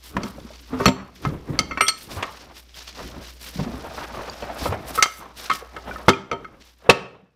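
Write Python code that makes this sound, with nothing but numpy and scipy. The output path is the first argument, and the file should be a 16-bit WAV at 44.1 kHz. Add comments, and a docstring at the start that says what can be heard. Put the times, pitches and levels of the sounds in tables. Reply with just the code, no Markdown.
"""Pipe wrench in a wooden workshop

A heavy pipe wrench is worked on a hydraulic cylinder in a bench vise, then carried over and hung on a timber wall.
Each blow is a puff of noise for the crack, decaying sines for the wrench and lower ones for the timber's thud.
Shaped noise makes gloves, jaws and stiff overalls rub and rustle close to the microphone; a mains hum lies under it.
A rod rings, lighter knocks fall between, and a diffuse tail puts blows and knocks in the small room."""
import sys
import numpy as np
from scipy import signal
from scipy.fft import rfft, irfft
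from scipy.io import wavfile
from scipy.ndimage import uniform_filter1d

SR = 44100
rng = np.random.default_rng(int(sys.argv[2]) if len(sys.argv) > 2 else 0)


def put_to_file(sound):
    """Save the sound as 16-bit audio at rate SR, in the file named by the first command-line argument."""
    columns = np.atleast_2d(sound).T  # one column per channel
    safe = np.clip(columns, -1, 1)
    whole_steps = np.round(safe * 32767)
    wavfile.write(sys.argv[1], SR, whole_steps.astype(np.int16))


N = 324135

# blows of the wrench on steel and wood; levels are relative within each layer, hardness is held to -14..4 in use:
# start_s, crack_db, crack_colour_hz, handle_db, jaw_db, hardness_db_per_octave, freedom_to_ring_0_to_1,
# thud_db, thud_colour_hz
BLOW_ROWS = [(0.166, 0, 970, -34, -72, -8, 0.8, -8, 190),
             (0.233, -20, 4970, -33, -41.5, 6, 0.2, -14.5, 265),
             (0.799, -19.5, 1430, -27, -18.5, -23.5, 0.9, -6, 400),
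             (0.857, 5, 1330, -13.5, -32, 5, 0.17, -12, 515),
             (0.862, -23.5, 1290, -47, -16.5, 5, 0.24, -2.5, 180),
             (0.878, 4, 2480, -16, -23.5, -21.5, 0, 0.5, 222),
             (1.25, -1.5, 920, -21.5, -53.5, -8.5, 0.5, -45, 142),
             (1.59, -1.5, 4585, -17.5, -48.5, 2.5, 0.5, -10.5, 187),
             (1.71, -36.5, 2050, -28, -31.5, -5, 0.8, -21.5, 266),
             (1.773, -5.5, 1230, -53, -21, -7.5, 0.85, -25, 415),
             (1.807, 0.5, 2300, -13.5, -20, -4, 1, -14, 388),
             (1.882, 1.5, 4390, -21.5, -26.5, 4, 0.54, -30, 463),
             (2.225, 0, 1990, -33, -25.5, -15, 1, -29, 380),
             (3.591, -10.5, 884, -51, -37, -19, 0.9, -9, 176),
             (3.842, -14, 886, -52, -50, -21.5, 0.2, -23, 634),
             (4.424, -13.5, 835, -52, -38, -2, 0.7, -18, 615),
             (4.655, 1, 840, -25, -46, -15.5, 1, -12, 482),
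             (4.722, -1.5, 654, -35.5, -56.5, -13, 0, -21, 607),
             (4.976, -21, 1337, -15.5, -18, -15.5, 0.75, -16.5, 462),
             (5.025, 7.5, 4400, -11.5, -49, 3, 0.41, -43, 589),
             (5.057, -7.5, 1211, -17.5, -68.5, -4.5, 0, -44.5, 468),
             (5.497, -1.5, 2080, -17, -8, -21.5, 0.43, -46, 437),
             (5.512, -10.5, 3100, -4, -36, -10.5, 0.1, -21, 234),
             (5.763, -11, 1470, -21.5, -28, -19, 0.27, -25, 500),
             (6.082, 14, 900, -12, -26, -4.5, 0.92, 3.5, 342),
             (6.09, 4.5, 3135, -18.5, -30, -5, 0.4, -9.5, 452),
             (6.314, -13, 2260, -19, -30, -4.5, 0.45, -12.5, 451),
             (6.327, -22.5, 3135, -27, -45.5, -6.5, 0.6, -14, 489),
             (6.445, -24.5, 1500, -27, -37.5, -8.5, 0.28, -65, 100),
             (6.891, 12.5, 588, -17.5, -17, -18.5, 1, 0, 482),
             (6.896, 12, 2610, -26.5, 1.5, -7, 0.19, -34.5, 470)]
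START_S, CRACK_DB, COLOUR_HZ, HANDLE_DB, JAW_DB, HARDNESS, FREEDOM, THUD_DB, THUD_HZ = np.transpose(BLOW_ROWS)
HARDNESS = np.clip(HARDNESS, -14, 4)
EARLY_DB = 13   # steel first sheds energy into the contact: level over the lasting ring

# hands and jaws take hold, slide and let go: start_s, hold_s, bench_rumble_db, rubbing_db, rubbing_colour_hz
GRIP_ROWS = [(0.165, 0.29, -32.5, -41.5, 1220), (0.737, 0.29, -37.5, -37.5, 1160),
             (1.254, 0.044, -28.5, -38, 484), (1.495, 0.72, -31.5, -40.5, 485),
             (2.121, 0.067, -37.5, -39, 350), (2.17, 0.097, -47, -35.5, 1060),
             (2.428, 0.043, -45.5, -45.5, 248), (2.992, 0.21, -36.5, -42, 515),
             (3.59, 0.24, -33.5, -36, 640), (3.85, 0.14, -37.5, -38.5, 700), (3.988, 0.051, -44, -36, 1540),
             (4.145, 0.47, -39.5, -35.5, 540), (4.43, 0.16, -43, -36.5, 680), (4.623, 0.19, -33, -33, 680),
             (4.896, 0.14, -52, -40.5, 720), (5.211, 0.019, -45.5, -43, 1100),
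             (5.425, 0.42, -62.5, -43.5, 1530), (5.752, 0.19, -48.5, -43.5, 660),
             (5.881, 0.12, -40, -38.5, 612), (6.32, 0.27, -44.5, -47.5, 483),
             (6.865, 0.28, -48.5, -43, 510)]
GRIP_RISE_DB_PER_S, GRIP_SAG_DB_PER_S, GRIP_FALL_DB_PER_S = 403, 37.5, 119.5
# resting levels under grips and rustles, before the dips: rumble_db, rubbing_db, swish_db, crisp_db
RESTING_DB = [-59, -66.5, -53, -62]


def from_db(db):
    """Gain of a level."""
    return np.exp(np.asarray(db) * (np.log(10) / 20))


def rms_one(x):
    """Scaled to rms 1."""
    return x / np.sqrt(np.mean(x ** 2) + 1e-20)


def at_hz(points, hz):
    """A curve over frequency, read on a log-frequency axis."""
    points_hz, values = np.transpose(points)
    return np.interp(np.log(hz), np.log(points_hz), values)


def bandpass(x, low_hz, high_hz):
    """Second-order Butterworth band."""
    return signal.sosfilt(signal.butter(2, [low_hz, high_hz], "band", fs=SR, output="sos"), x)


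def struck(modes, level_db, weight_db, freedom, rise_s, early_db, scatter):
    """Sum of dying, beating modes for each blow; a tight grip shortens the ring and weakens its lasting part."""
    early_share = 0.3   # t60 of the early part over that of the lasting ring
    # each blow loads the parts differently; close mode pairs beat
    detune, beat_hz, beat_depth = 0.023, 68.3, 0.76   # detune is the whole relative span
    hz, mode_db, t60 = np.transpose(modes)[:, :, None]
    out, t = np.zeros(N + SR), np.arange(SR // 4) / SR
    luck = rng.random((len(START_S), 5, len(modes), 1))
    for k, (phase, strength, tune, beat, beat_phase) in enumerate(luck):
        gain_db = level_db[k] + mode_db + weight_db[:, [k]] + 4 * (strength - .5)
        grip = np.clip(freedom[k], .1, 1)
        decay_db = -60 * t / (t60 * np.sqrt(grip))
        lasting = grip * from_db(gain_db + decay_db)
        early = from_db(gain_db + early_db + decay_db / early_share)
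        beat_cycles = beat_hz * (beat + .5) * t + beat_phase
        beating = 1 + scatter * beat_depth * np.sin(2 * np.pi * beat_cycles)
        cycles = hz * (1 + detune * (tune - .5)) * t + scatter * phase
        rings = np.sum((lasting + early) * beating * np.sin(2 * np.pi * cycles), axis=0)
        push = np.minimum(t / rise_s[k], 1)
        end_fade = np.minimum((t[-1] - t) * 20, 1)
        i = round(START_S[k] * SR)
        out[i:i + len(t)] += rings * push * end_fade
    return out[:N]


def cracks():
    """The contact itself: a gritty puff of noise around the blow's colour, quicker and bright-edged when hard."""
    t60_s, shortens = 0.049, 0.12   # t60 at 0 dB; weaker cracks are shorter by this share of their level
    out, t = np.zeros(N + SR), np.arange(SR // 8) / SR
    noise = rng.standard_normal((len(START_S), len(t)))
    for s, crack_db, hz, hard_db, puff in zip(START_S, CRACK_DB, COLOUR_HZ, HARDNESS, noise):
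        body = rms_one(bandpass(puff, hz / 7.3, min(hz * 1.343, 18000)))
        peak = rms_one(signal.lfilter(*signal.iirpeak(hz, 5.0, fs=SR), puff))
        bright_edge = from_db(-16.0 + 1.7 * hard_db) * puff
        coloured = body + 0.35 * peak + bright_edge
        decay = from_db(-60 * t / (t60_s * from_db(shortens * crack_db)))
        attack = np.minimum(t / (.0008 * from_db(-hard_db)), 1)
        i = round(s * SR)
        out[i:i + len(t)] += from_db(crack_db - 16.0) * coloured * decay * attack
    return out[:N]


def steel(hz, modes, level_db, scatter):
    """Ringing steel: soft contacts cannot drive upper modes; modes at the crack's own colour are driven best."""
    mode_hz = np.array(hz)[:, None]
    tilt_db = HARDNESS * np.log2(mode_hz / 1300)
    colour_db = 11 * np.exp(-(np.log2(mode_hz / COLOUR_HZ) / 0.069) ** 2)
    contact_s = 0.0005 * from_db(-1.8 * HARDNESS)   # soft contacts take longer to push
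    return struck(np.c_[hz, modes], level_db, tilt_db + colour_db, FREEDOM, contact_s, EARLY_DB, scatter)


def handle():
    """The wrench handle rings in its lower, sparser set of steel modes."""
    # handle modes: pitch_hz
    handle_pitches = [1252, 1290, 2125, 3135, 4585, 6005]
    # the same modes, t60 when free to ring: level_db, t60_s
    handle_modes = [(-6, 0.31), (-0.5, 0.48), (0, 0.32), (-12, 0.53), (-6, 0.13), (-3, 0.15)]
    return steel(handle_pitches, handle_modes, HANDLE_DB - 14.5, scatter=0.84)


def jaw():
    """The wrench jaw rings in a denser set of steel modes reaching higher."""
    # jaw modes: pitch_hz
    jaw_pitches = [1120, 1500, 1840, 2310, 2620, 3030, 3380, 4315, 5660, 7480, 9280]
    # the same modes, t60 when free to ring: level_db, t60_s
    jaw_modes = [(-6, 0.3), (2, 0.11), (-9, 0.56), (-3.5, 0.26), (-2, 0.22), (1, 0.069), (-6.5, 0.19),
                 (-4, 0.39), (-11, 0.46), (-21.5, 0.89), (-18.5, 0.075)]
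    return steel(jaw_pitches, jaw_modes, JAW_DB - 12.5, scatter=0.89)


def wood():
    """Bench, vise and wall timber thud; each spot favours the modes near its own colour."""
    # timber modes: pitch_hz, level_db, t60_s
    timber_modes = [(96.3, 2, 0.14), (143.3, 5.5, 0.092), (190.7, 2.5, 0.096), (257.3, -0.5, 0.14),
                    (341.7, 0.5, 0.069), (394, -5, 0.23), (479.6, 13.5, 0.031), (578.4, 0, 0.13),
                    (684.5, -1.5, 0.11), (916.5, -1.5, 0.18)]
    mode_hz = np.array(timber_modes)[:, :1]
    near_db = -13 * np.abs(np.log2(mode_hz / THUD_HZ)) ** 0.38
    push_s = np.minimum(0.0022 * from_db(-THUD_DB), 0.006)   # heavy thuds set in fastest
    # little scatter keeps the modes nearly in step
    return struck(timber_modes, THUD_DB - 5.5, near_db, np.ones_like(START_S), push_s, -20, scatter=0.17)


def rod():
    """The cylinder rod, knocked twice, rings lengthwise on multiples of one pitch until the jaw closes on it."""
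    rod_hz, rod_t60_s, gripped_s = 2864, 0.09, 1.898   # t60 of the lowest order; higher ones last longer
    # knocks on the rod's end: start_s
    rod_struck = [
        [1.81],
        [1.881],
    ]
    # the multiples of the pitch from the first up: level_db
    rod_orders = [-20.5, -24.5, -20, -34.5]
    t = np.arange(N) / SR
    since = np.maximum(t - rod_struck, 0)
    decay_db = -60 * since / rod_t60_s
    ring = 0
    for order, db in enumerate(rod_orders, 1):
        ring = ring + from_db(db + decay_db / order) * np.sin(2 * np.pi * order * rod_hz * since)
    choke = from_db(-800 * np.maximum(t - gripped_s, 0))
    return choke * ring.sum(axis=0)


def knocks():
    """Light bumps and ticks: each builds up over one cycle and dies as a pair of partials."""
    # bumps and ticks with one main pitch: start_s, level_db, pitch_hz, t60_s
    knock_rows = [(0.241, -15.5, 222, 0.073), (0.381, -27.5, 555, 0.044), (0.449, -23.5, 233, 0.055),
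                  (0.504, -32, 615, 0.048), (0.728, -19, 255.7, 0.31), (1.266, -11, 144, 0.12),
                  (1.496, -14.5, 148, 0.088), (1.867, -22, 3300, 0.11), (2.166, -19.5, 95, 0.13),
                  (2.743, -35, 3260, .02), (3.557, -18.5, 189, 0.062), (3.612, -18, 166, .12),
                  (3.663, -18.5, 236, .1), (3.686, -23, 200, 0.056), (3.732, -25, 255, 0.13),
                  (4.298, -23.5, 4680, 0.017), (4.688, -14.5, 93.3, 0.16), (5.624, -26, 486, 0.042),
                  (5.911, -24.5, 1473, 0.064), (5.959, -23.5, 1286, 0.06), (6.134, -20.5, 2410, 0.053),
                  (7.226, -42, 184.3, .1)]
    upper_ratio, upper_db = 1.37, -9   # second partial; its ratio is then spread by chance
    out, t = np.zeros(N + SR), np.arange(SR // 4) / SR
    for (s, db, hz, t60), spread in zip(knock_rows, rng.uniform(.9, 1.3, len(knock_rows))):
        main = np.sin(2 * np.pi * hz * t)
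        upper = from_db(upper_db) * np.sin(2 * np.pi * hz * upper_ratio * spread * t)
        i = round(s * SR)
        out[i:i + len(t)] += from_db(db - 60 * t / t60) * np.minimum(t * hz, 1) * (main + upper)
    return out[:N]


def drift(rate_hz):
    """Slow chance of spread 1: noise through a double low-pass, made at every 40th sample."""
    r = np.exp(-80 * np.pi * rate_hz / SR)
    slow = signal.lfilter([1], [1, -2 * r, r * r], rng.standard_normal(N // 40 + 2002))
    slow = slow[2000:]   # past the filter's start
    return np.interp(np.arange(N) / 40, np.arange(len(slow)), rms_one(slow))


def friction(spectrum, grain_db, patchy_db):
    """Grainy noise: fibres catch and slip, so the level flutters fast; rms 1."""
    flutter_db = grain_db * drift(80) + patchy_db * drift(14)
    grains = rng.standard_normal(N) * from_db(flutter_db)
    hz = np.maximum(np.arange(N // 2 + 1) * SR / N, 10)
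    return rms_one(irfft(rfft(grains) * from_db(at_hz(spectrum, hz)), N))


def strokes(rows, rise_db, sag_db, fall_db):
    """Power over time of each level column: strokes rise, sag while held, then fall (dB per s); powers add."""
    t = np.arange(0, N + 64, 64) / SR
    start, hold, *levels_db = np.transpose(rows)[:, :, None]
    before_db = rise_db * np.maximum(start - t, 0)
    held_db = sag_db * np.clip(t - start, 0, hold)
    after_db = fall_db * np.maximum(t - start - hold, 0)
    shape_db = -before_db - held_db - after_db
    powers = [np.sum(from_db(2 * (db + shape_db)), axis=0) for db in levels_db]
    return [np.interp(np.arange(N) / SR, t, power) for power in powers]


def over_rest(power, rest_db, background):
    """Gain of a moving layer whose power adds to its resting level."""
    return np.sqrt(power + (from_db(rest_db) * background) ** 2)


def rubbing(background):
    """Third-octave bands of friction; each grip lifts the bands around its own colour."""
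    # spectrum of rubbing gloves and jaws, relative: pitch_hz, level_db
    rub_spectrum = [(350, -5.5), (600, -1), (1200, -3), (2000, -11), (3500, -20)]
    lift_db, half_width_octaves = 5.5, 0.26
    start, hold, _, rub_db, colour_hz = np.transpose(GRIP_ROWS)
    edges = 160 * 2 ** (np.arange(15) / 3)
    centres = np.sqrt(edges[1:] * edges[:-1])[:, None]
    levels_db = rub_db + lift_db * np.exp(-(np.log2(centres / colour_hz) / half_width_octaves) ** 2)
    powers = strokes(np.c_[start, hold, levels_db.T], GRIP_RISE_DB_PER_S, GRIP_SAG_DB_PER_S, GRIP_FALL_DB_PER_S)
    noise = friction(rub_spectrum, grain_db=2.0, patchy_db=2.5)
    out = np.zeros(N)
    for k, (power, low, high) in enumerate(zip(powers, edges, edges[1:])):
        gain = over_rest(power, RESTING_DB[1], background) * from_db(1.4 * drift(10.0))
        out += gain * bandpass(noise, low, high) * (-1) ** k   # neighbouring bands in opposite sign
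    return out


def rumble(background):
    """Low friction noise in the bench follows the grips."""
    # spectrum of bench rumble, relative: pitch_hz, level_db
    rumble_spectrum = [(25, -12), (60, 4.5), (100, -2), (300, -2), (500, -10), (900, -47.5)]
    rows = np.array(GRIP_ROWS)[:, :3]
    power, = strokes(rows, GRIP_RISE_DB_PER_S, GRIP_SAG_DB_PER_S, GRIP_FALL_DB_PER_S)
    noise = friction(rumble_spectrum, grain_db=1.0, patchy_db=3.0)
    return over_rest(power, RESTING_DB[0], background) * noise


def rustles(background):
    """Overalls and gloves brush: two friction noises, a swish and a crisp top, share each stroke."""
    # brushes of cloth: start_s, hold_s, swish_db, crisp_db
    rustle_rows = [(.04, 0.05, -43.5, -49.5), (.24, 0.049, -45, -52.5), (.45, 0.14, -51.5, -79),
                   (.8, 0.061, -40, -52), (1.16, 0.02, -50.5, -61), (1.22, 0.062, -48.5, -58),
                   (1.98, 0.07, -46, -49), (2.105, 0.07, -41.5, -44.5), (2.22, 0.22, -48.5, -60.5),
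                   (2.56, 0.016, -42.5, -51), (2.76, 0.071, -44, -52.5), (2.87, 0.023, -39, -56),
                   (2.95, 0.13, -43, -57), (3.22, 0.085, -46, -55.5), (3.41, 0.085, -42, -48),
                   (3.54, 0.095, -43, -53), (3.7, 0.61, -50.5, -59.5), (3.95, 0.08, -42.5, -54.5),
                   (4.12, 0.48, -47, -60), (4.59, 0.086, -36, -40.5), (4.88, 0.0064, -36, -41),
                   (4.95, 0.027, -35.5, -37.5), (5.06, 0.14, -50.5, -50), (5.375, 0.091, -40, -48),
                   (5.535, 0.021, -36, -40), (5.88, 0.11, -51.5, -58), (6.615, 0.081, -54, -63)]
    # spectrum of the swish, relative: pitch_hz, level_db
    swish_spectrum = [(1000, -5), (2200, -2), (3500, -1), (5500, -1.5), (11000, -27.5)]
    # spectrum of the crisp top, relative: pitch_hz, level_db
    crisp_spectrum = [(4500, -23.5), (7500, -3.5), (13000, -2.5), (16000, -7.5)]
    swish_power, crisp_power = strokes(rustle_rows, rise_db=800, sag_db=2, fall_db=298.5)
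    swish = friction(swish_spectrum, grain_db=2.5, patchy_db=1.0)
    crisp = friction(crisp_spectrum, grain_db=3.5, patchy_db=1.0)
    return (over_rest(swish_power, RESTING_DB[2], background) * swish
            + over_rest(crisp_power, RESTING_DB[3], background) * crisp)


def workshop(x):
    """Diffuse tail of the room: noise that dies band by band, after a short gap."""
    # reverberation of the workshop: pitch_hz, t60_s
    room_decay = [(100, 0.77), (1000, 0.47), (4000, 0.47), (12000, 0.3)]
    t, edges = np.arange(int(.8 * SR)) / SR, 60 * 2 ** np.arange(9)
    noise, tail = rng.standard_normal((8, len(t))), 0
    for white, low, high in zip(noise, edges, edges[1:]):
        t60 = at_hz(room_decay, np.sqrt(low * high))
        tail = tail + bandpass(white, low, high) * from_db(-60 * t / t60)
    tail = tail * np.clip(t / 0.0055 - .3, 0, 1)
    return signal.fftconvolve(x, tail / np.sqrt(np.sum(tail ** 2)))[:N]


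def hum():
    """Mains hum: one steady sine."""
    hum_hz, rms_db = 60, -46.5   # level before the dips
    return from_db(rms_db) * np.sqrt(2) * np.sin(2 * np.pi * hum_hz * np.arange(N) / SR)


def background_gain():
    """Hum and resting noise drop at each listed dip and climb back at a steady rate in dB."""
    # dips of the background: start_s, depth_db
    dip_rows = [(0, 5.5), (.87, 11.5), (1.89, 12), (5.03, 9), (6.089, 18), (6.9, 31)]
    recovery_db_per_s = 9
    t = np.arange(N) / SR
    depth_db = np.max([(db - recovery_db_per_s * (t - s)) * (t >= s) for s, db in dip_rows], axis=0)
    return uniform_filter1d(from_db(-np.maximum(depth_db, 0)), size=900)


def scene():
    """Blows in the room, close handling and hum."""
    blows = cracks() + handle() + jaw() + wood() + rod() + knocks()
    room = from_db(-20.5) * workshop(blows)
    background = background_gain()
    handling = rubbing(background) + rumble(background) + rustles(background)
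    return (blows + room + handling + background * hum())[None]


def record(dry):
    """The loudest blows overload the input, which rounds them off below full scale; the top is cut."""
    cutoff_hz = 16400
    hard = dry / (1 + np.abs(dry) ** 6) ** (1 / 6)
    return signal.sosfilt(signal.cheby2(12, 60, cutoff_hz, fs=SR, output="sos"), hard)


dry = scene()
out = record(dry)
put_to_file(out)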